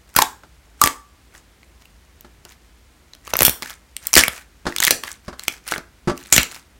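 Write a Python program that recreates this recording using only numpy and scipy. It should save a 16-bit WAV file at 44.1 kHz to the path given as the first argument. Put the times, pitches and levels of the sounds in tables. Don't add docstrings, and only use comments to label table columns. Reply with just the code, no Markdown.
import sys
import numpy as np
from scipy import signal
from scipy.fft import rfft, irfft
from scipy.io import wavfile
from scipy.ndimage import uniform_filter1d

SR = 44100
rng = np.random.default_rng(int(sys.argv[2]) if len(sys.argv) > 2 else 0)


def to_wav(s):
    ch = np.atleast_2d(s).T
    pcm = np.round(np.clip(ch, -1, 1) * 32767)
    wavfile.write(sys.argv[1], SR, pcm.astype(np.int16))


N = 299426

# start in seconds, snap level in dB,
# brightness tilt in dB per octave, pocket pitch in Hz, ring level in dB before the common ring lift.
POCKET_BURSTS = [(0.141, -33, 5, 9600, -39), (.435, -44, -3, 1400, -32.5),
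                 (.1508, -29.5, -3.5, 1390, -22.5), (.164, 12.5, 4, 1436, 3.5), (0.1881, 6.5, -1, 967, 4),
                 (.219, -7.5, -1.5, 3500, -14), (0.2216, 2.5, -1, 887, -4), (0.8155, 8, 3.5, 1190, 7.5),
                 (.838, 6, 1, 1200, -5.5), (0.86, -9, -5.5, 12000, -1), (.874, -3.5, -1, 1208, -11),
                 (1.351, -45, -5, 1800, -31), (1.631, -48, -4, 2090, -34.5), (1.8553, -40, 2.5, 2670, -32),
                 (2.209, -38, 0.5, 14350, -24.5), (2.4514, -30, 1.5, 2900, -32.5),
                 (3.135, -35.5, -5.5, 3806, -24), (3.15, -35, -1, 3120, -32.5),
                 (3.277, -24.5, -4.5, 1216, -26), (3.3363, -8.5, -6.5, 1260, -14.5),
                 (3.3381, -14, -2.5, 5830, -2.5), (3.355, -11.5, -7, 1206, -23.5),
                 (3.368, -11, 9, 12370, 2), (3.3901, -5.5, -2, 12400, 0), (3.4067, -0.5, -2, 14360, 0),
                 (3.4204, -3, -6.5, 11660, 9), (3.4307, 9.5, 6.5, 13640, -8), (3.45, 15, 4, 13470, 22.5),
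                 (3.4659, -4.5, 1, 5740, 0.5), (3.481, -9, -3.5, 11700, -1), (3.4952, -7, 1, 14500, 0),
                 (3.6231, -18, 0, 1170, -22), (3.6294, -21.5, -3, 2140, -13),
                 (3.6592, -37, -3, 1800, -18.5), (3.6977, -26, 1.5, 5250, -33),
                 (3.9664, -19, 1.5, 8530, -12.5), (4.07, -5, 7, 13450, -15.5), (4.1316, -8.5, 1, 6410, 2),
                 (4.1388, 1.5, .5, 5540, 9), (4.1537, 8, 2.5, 4780, 12), (4.1648, 7.5, -3.5, 2292, -7),
                 (4.172, 12, -0.5, 9850, 12.5), (4.178, 9.5, -2, 1816, 2), (4.181, 7, 2.5, 7110, 11),
                 (4.1905, 5, 1, 5580, 1.5), (4.2097, -8, -2, 5370, 2.5), (4.2367, -3.5, 1.5, 2300, 4.5),
                 (4.2814, -5.5, -1, 12660, -4), (4.724, -26.5, -6, 1880, -16),
                 (4.7632, -11, 0.5, 2060, -17), (4.784, -12, 0, 3630, -6), (4.8028, -4, -1, 6570, -3.5),
                 (4.821, -16.5, -1, 3600, -12), (4.8247, -12.5, -1, 3730, -4), (4.8279, -11, 0, 1904, -5),
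                 (4.837, -2.5, 1.5, 13600, -15), (4.843, -7, -2, 3610, -0.5), (4.8503, -.5, 3, 13600, -19),
                 (4.8684, -6, 0, 3570, -1.5), (4.8745, -5.5, -1.5, 2000, -4.5), (4.88, -4, -0.5, 1960, 0),
                 (4.908, 10, 0, 1917, 4.5), (4.914, -9, 1.5, 11000, -8), (5.0366, -14.5, -4, 1104, -18),
                 (5.079, -28, -3, 1970, -17), (5.1161, -29, .5, 6050, -19.5),
                 (5.395, -21.5, -2.5, 3860, -18.5), (5.436, -27, 0.5, 7970, -18.5),
                 (5.4814, -5.5, -1.5, 2480, -0.5), (5.4817, -18.5, 3.5, 7930, -4.5),
                 (5.678, -21, 2, 9260, -13), (5.7147, -16, -3, 4130, -25.5),
                 (5.7218, -12.5, -5, 1603, -7.5), (5.7379, -25, -6, 2140, -7), (5.7612, -31, -9, 1555, -12),
                 (5.7802, -22.5, -.5, 2220, -20), (6.1767, -25.5, 0.5, 2716, -26),
                 (6.3254, 14, 0, 6770, 21), (6.3637, 3, 1.5, 1927, -0.5), (6.3797, 10, -3, 2210, 4),
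                 (6.4312, -10, 2.5, 2950, -9.5)]
# frequency in Hz, relative level in dB.
TEAR_COLOUR = [(30, -30), (150, -13.5), (350, -8), (600, -1.5), (1000, -4), (2000, 3.5), (3200, 1.5),
               (6500, 0.5), (9000, 0), (10300, -4), (12500, -1), (16000, -4.5)]
# start in seconds, level in dB, starting pitch in Hz.
AIR_PUFFS = [(.164, -9, 347), (0.1896, -17, 378), (.84, -10, 324), (3.3374, -15.5, 750),
             (3.4078, -5.5, 805), (3.421, -10.5, 800), (3.45, -14.5, 396), (3.4808, -9.5, 380),
             (3.496, -16, 480), (4.1671, -0.5, 520), (4.282, -17, 476), (6.3265, -9.5, 400),
             (6.365, -10.5, 400), (6.382, -4.5, 380)]
# start in seconds, thud level in dB, body pitch in Hz,
# squelch level in dB.
HAND_PATS = [(.436, -50, 250, -42.5), (1.348, -43, 110.1, -50), (2.246, -44, 259.7, -40),
             (2.453, -44.5, 260, -41.5), (3.623, -46, 390, -31), (4.654, -29, 202, -28),
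             (4.666, -22, 217, -14.5), (4.686, -24, 269, -29), (5.0363, -38.5, 482, -33),
             (5.2806, -25, 95, -25.5), (5.3282, -34, 85, -33), (5.7219, -48, 430, -29),
             (5.7617, -28.5, 412, -35), (5.78, -28.5, 599, -29), (6.074, -13.5, 214, -21.5),
             (6.0795, -14.5, 330, -18), (6.0961, -12.5, 271, -18), (6.115, -14.5, 282, -33)]
# frequency in Hz, relative level in dB.
SQUELCH_COLOUR = [(60, -1.5), (200, 5), (700, 1.5), (1500, 1.5), (2400, -13), (5000, -11.5), (9000, -22),
                  (16000, -41.5)]
# start in seconds, level in dB, length in seconds,
# centre in Hz, width at half amplitude in Hz.
AIR_JETS = [(0.84, -24.5, 0.016, 7500, 3500), (3.45, -14, 0.025, 12500, 6020),
            (4.165, -13.5, 0.045, 5000, 8100), (6.326, -10, 0.019, 7600, 2410),
            (6.347, -22, 0.027, 7500, 3010)]
# frequency in Hz, relative level in dB.
CRACKLE_COLOUR = [(200, -12), (700, -9), (1300, -3), (2100, 0), (3200, -6.5), (6500, -1.5), (10000, -3.5),
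                  (16000, -7)]
# frequency in Hz, relative level in dB.
AIR_COLOUR = [(15, -47.5), (25, -26), (40, -6), (59, 4), (72, -2), (92, -9), (120, -12), (256, -15),
              (335, -17), (575, -21.5), (1190, -23.5), (2110, -24), (2610, -26), (8590, -33),
              (16000, -39.5)]
# centre in Hz, level in dB before the send gain,
# t60 of the late tail in seconds.
ROOM_BANDS = [(100, -9, 0.21), (303.8, -4.5, 0.37), (700, -8.5, 0.25), (1260, -6, 0.33), (2457, -8, 0.17),
              (4500, -10, 0.24), (7500, -11, .28), (11000, -9.5, 0.19), (15210, -19, 0.29)]
# frequency in Hz, level in dB against the thud, t60 in seconds.
TABLE_MODES = [(153, -11, 0.038), (207, -21, 0.044), (349, -12.5, 0.21), (433, -15, 0.091),
               (581, -11.5, 0.086), (826, -25, .09), (1170, -16, 0.12), (1340, -32, 0.24)]
# start in seconds,
# pitch in Hz, level in dB, t60 in seconds.
HUMMING_HOLLOWS = [(0.166, 1620, -35, 0.5), (0.193, 937, -22.5, 0.16), (0.202, 1097, -26.5, 0.23),
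                   (0.224, 880, -22.5, 0.16), (.224, 737, -23.5, 0.15), (.817, 1153, -11, 0.2),
                   (0.828, 1165, -25, 0.49), (0.841, 275, -25.5, 0.27), (.82, 890, -23, 0.31)]
# time of full level in seconds, hold in seconds,
# swell level in dB (the crackle lies a fixed step below it).
CRACKLE_SWELLS = [(0.089, .015, -51), (0.172, 0.054, -30), (.82, 0.068, -32), (1.344, 0.031, -45),
                  (1.808, .015, -50.5), (2.492, 0.031, -46.5), (3.264, 0.043, -36.5), (3.397, 0.037, -22.5),
                  (3.632, 0.08, -33), (4.03, 0.085, -40.5), (4.162, 0.035, -26), (4.334, 0.051, -34.5),
                  (4.678, 0.11, -41.5), (4.82, 0.096, -30.5), (5.047, 0.0735, -34.5), (5.248, .04, -50.5),
                  (5.391, 0.077, -43), (5.512, 0.029, -37.5), (5.681, 0.059, -28.5), (6.168, 0.12, -43),
                  (6.336, 0.077, -23.5), (6.516, 0.053, -34)]

AIR_DB = -52
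TOP_HZ = 16100
RING_S, BIG_RING_S, POCKET_HZ = .0057, .012, 1000
SMALL_POPS_PER_S, SMALL_POP_DB, SMALL_SPREAD_DB, SMALL_RING_DB = 50, 4.5, 3, 1
SMALL_LOW_HZ, SMALL_HIGH_HZ = 1690, 10700
RISE_DB_PER_S, FALL_DB_PER_S, REST_DB = 600, 340, -64
SQUELCH_T60_S = .085


def undb(db):
    return 10 ** (np.asarray(db) / 20)


def fade(t, t60):
    return np.exp(-np.log(1000) * t / t60)


def unit(x):
    return x / np.sqrt(np.mean(x ** 2))


def add(out, s, x):
    i = max(int(s * SR), 0)
    out[i:i + len(x)] += x[:max(len(out) - i, 0)]


def colour(x, points, tilt_db=0, knee_hz=900):
    octave = np.log2(np.maximum(np.fft.rfftfreq(len(x), 1 / SR), 1))
    hz, db = np.transpose(points)
    tilted = db + tilt_db * np.log2(np.maximum(hz / knee_hz, 1))
    gain = undb(np.interp(octave, np.log2(hz), tilted))
    return unit(irfft(rfft(x) * gain, len(x)))


def noise(points, tilt_db=0, size=8192):
    return colour(rng.standard_normal(size), points, tilt_db)


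def smooth_noise(count, size):
    return unit(uniform_filter1d(rng.standard_normal(count), size=size))


def sweep(pitch):
    return 2 * np.pi * np.cumsum(pitch) / SR


def seconds(size=8192):
    return np.arange(size) / SR


def pops(rows, tear_t60=0.0088, swell_s=0.0004, wobble=0.08, rise=0.081, fold_db=-19, fold_t60=0.012,
         before_db=-24, before_t60=0.015, upper_db=-3, upper_t60=0.004, ring_lift_db=2):
    out, t = np.zeros(N), seconds(4096)
    for s, snap_db, bright_db, hz, ring_db in rows:
        tear = noise(TEAR_COLOUR, bright_db, size=len(t))
        snap = tear * fade(t, tear_t60)
        fold_octaves = bright_db / 6 + rng.uniform(-1.5, 1.5, (4, 1))
        fold_hz = np.minimum(4200 * 2 ** fold_octaves, TOP_HZ)
        folds = np.sin(2 * np.pi * fold_hz * t).sum(axis=0) * fade(t, fold_t60)
        decay = fade(t, RING_S + BIG_RING_S * (POCKET_HZ / hz) ** 2)
        soft_wall = smooth_noise(len(t), 20)
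        phase = sweep(hz * (1 + rise * (.5 - decay) + wobble * soft_wall))
        upper = undb(upper_db) * np.sin(phase * rng.uniform(1.0, 2.1)) * fade(t, upper_t60)
        upper = upper * (hz < TOP_HZ / 2)
        ring = (np.sin(phase) * decay + upper) * (1 - np.exp(-t / swell_s))
        burst = undb(snap_db) * (snap + undb(fold_db) * folds)
        add(out, s, burst + undb(ring_db + ring_lift_db) * ring)
        before = undb(min(snap_db, 0) + before_db) * tear * fade(t[::-1], before_t60)
        add(out, s - t[-1], before)
    return out


def small_pops(count=24):
    rows = []
    for s, hold, swell_db in CRACKLE_SWELLS:
        for k, (slip, strength, tilt, pitch) in enumerate(rng.random((count, 4))):
            after = (k + slip) / SMALL_POPS_PER_S
            if after < hold:
                db = swell_db + SMALL_POP_DB + SMALL_SPREAD_DB * (2 * strength - 1)
                hz = SMALL_LOW_HZ * (SMALL_HIGH_HZ / SMALL_LOW_HZ) ** pitch
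                rows.append((s + after, db, 6 * (tilt - .5), hz, db + SMALL_RING_DB))
    return rows


def puffs(low_hz=60, fall_s=0.0023, push_t60=0.0072, low_db=-13, low_t60=0.12):
    out, t = np.zeros(N), seconds()
    onset = 1 - np.exp(-t / 0.00027)
    size = (fade(t, push_t60) + undb(low_db) * fade(t, low_t60)) * onset
    for s, db, hz in AIR_PUFFS:
        pitch = low_hz + (hz - low_hz) * np.exp(-t / fall_s)
        add(out, s, undb(db) * size * np.sin(sweep(pitch)))
    return out


def jets(flutter_db=3):
    out, t = np.zeros(N), seconds()
    for s, db, length, hz, width in AIR_JETS:
        detune = (np.fft.rfftfreq(len(t), 1 / SR) - hz) / (width / 2)
        hiss = unit(irfft(rfft(rng.standard_normal(len(t))) / (1 + detune ** 2)))
        lips = undb(flutter_db * smooth_noise(len(t), 70))
        swell = np.sqrt(np.sin(np.pi * np.minimum(t / length, 1)).clip(0))
        add(out, s, undb(db) * hiss * lips * swell)
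    return out


def pats(thud_t60=0.041):
    out, t = np.zeros(N), seconds()
    table = sum(undb(db) * np.sin(2 * np.pi * hz * t) * fade(t, t60) for hz, db, t60 in TABLE_MODES)
    onset = 1 - np.exp(-t / 0.00045)
    for s, db, hz, squelch_db in HAND_PATS:
        thud = np.sin(2 * np.pi * hz * t) * fade(t, thud_t60) + table
        squelch = noise(SQUELCH_COLOUR) * fade(t, SQUELCH_T60_S)
        add(out, s, (undb(db) * thud + undb(squelch_db) * squelch) * onset)
    return out


def hollows(waver=.016):
    out, t = np.zeros(N), seconds(16384)
    for s, hz, db, t60 in HUMMING_HOLLOWS:
        walls = smooth_noise(len(t), 300)
        phase = sweep(hz * (1 + waver * walls))
        add(out, s, undb(db) * np.sin(phase) * fade(t, t60))
    return out


def crackle_swell_db():
    t, db = np.arange(N) / SR, REST_DB
    for s, hold, swell_db in CRACKLE_SWELLS:
        rising = RISE_DB_PER_S * np.maximum(s - t, 0)
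        falling = FALL_DB_PER_S * np.maximum(t - s - hold, 0)
        db = np.maximum(db, swell_db - rising - falling)
    return db


def crackle(level_db=-4.5, spread_db=4, cycles=13, glide=.12, fizz_db=-6, count=9000):
    out, t = np.zeros(N), seconds(400)
    when, pitch, size, life = rng.random((count, 4)).T[:, :, None]
    hz = 600 * 2 ** (4 * pitch)
    decay = fade(t, np.minimum(cycles * (.5 + life) / hz, t[-1]))
    phase = 2 * np.pi * hz * np.cumsum(1 + glide * (1 - decay), axis=1) / SR
    ring = np.sin(phase) * decay * np.sqrt(hz / 2000)
    fizz = undb(fizz_db) * rng.standard_normal((count, len(t))) * fade(t, 0.0054)
    strength = undb(spread_db * np.minimum(-np.log(1 - size), 4))
    grains = strength * (ring + fizz)
    for s, grain in zip(when[:, 0] * N / SR, grains):
        add(out, s, grain)
    return colour(out, CRACKLE_COLOUR) * undb(crackle_swell_db() + level_db)


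def room(x, first_s=0.004, early_db=-7, early_t60=0.29, size=32768):
    t, f = seconds(size), np.fft.rfftfreq(size, 1 / SR)
    white, response = rfft(rng.standard_normal(size)), 0
    onset = np.clip(t / first_s - .5, 0, 1)
    centres = [row[0] for row in ROOM_BANDS]
    for share, (hz, db, t60) in zip(np.eye(len(ROOM_BANDS)), ROOM_BANDS):
        tail = (fade(t, t60) + undb(early_db) * fade(t, early_t60)) * onset
        band = irfft(white * np.interp(f, centres, share))
        response = response + undb(db) * band * tail / np.sqrt(np.sum(tail ** 2))
    return signal.fftconvolve(x, response)[:N]


def still_air():
    return undb(AIR_DB) * noise(AIR_COLOUR, size=N)


def scene():
    slime = pops(POCKET_BURSTS) + pops(small_pops()) + jets() + pats() + crackle()
    air_push = puffs()
    echo = room(undb(-4.5) * slime + undb(-15.0) * air_push)
    return (slime + air_push + hollows() + echo + still_air())[None]


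def record(dry, ceiling=1.0):
    clipped = np.clip(dry, -ceiling, ceiling)
    low_pass = signal.ellip(8, .1, 50, TOP_HZ, fs=SR, output="sos")
    return signal.sosfiltfilt(low_pass, clipped)


dry = scene()
out = record(dry)
to_wav(out)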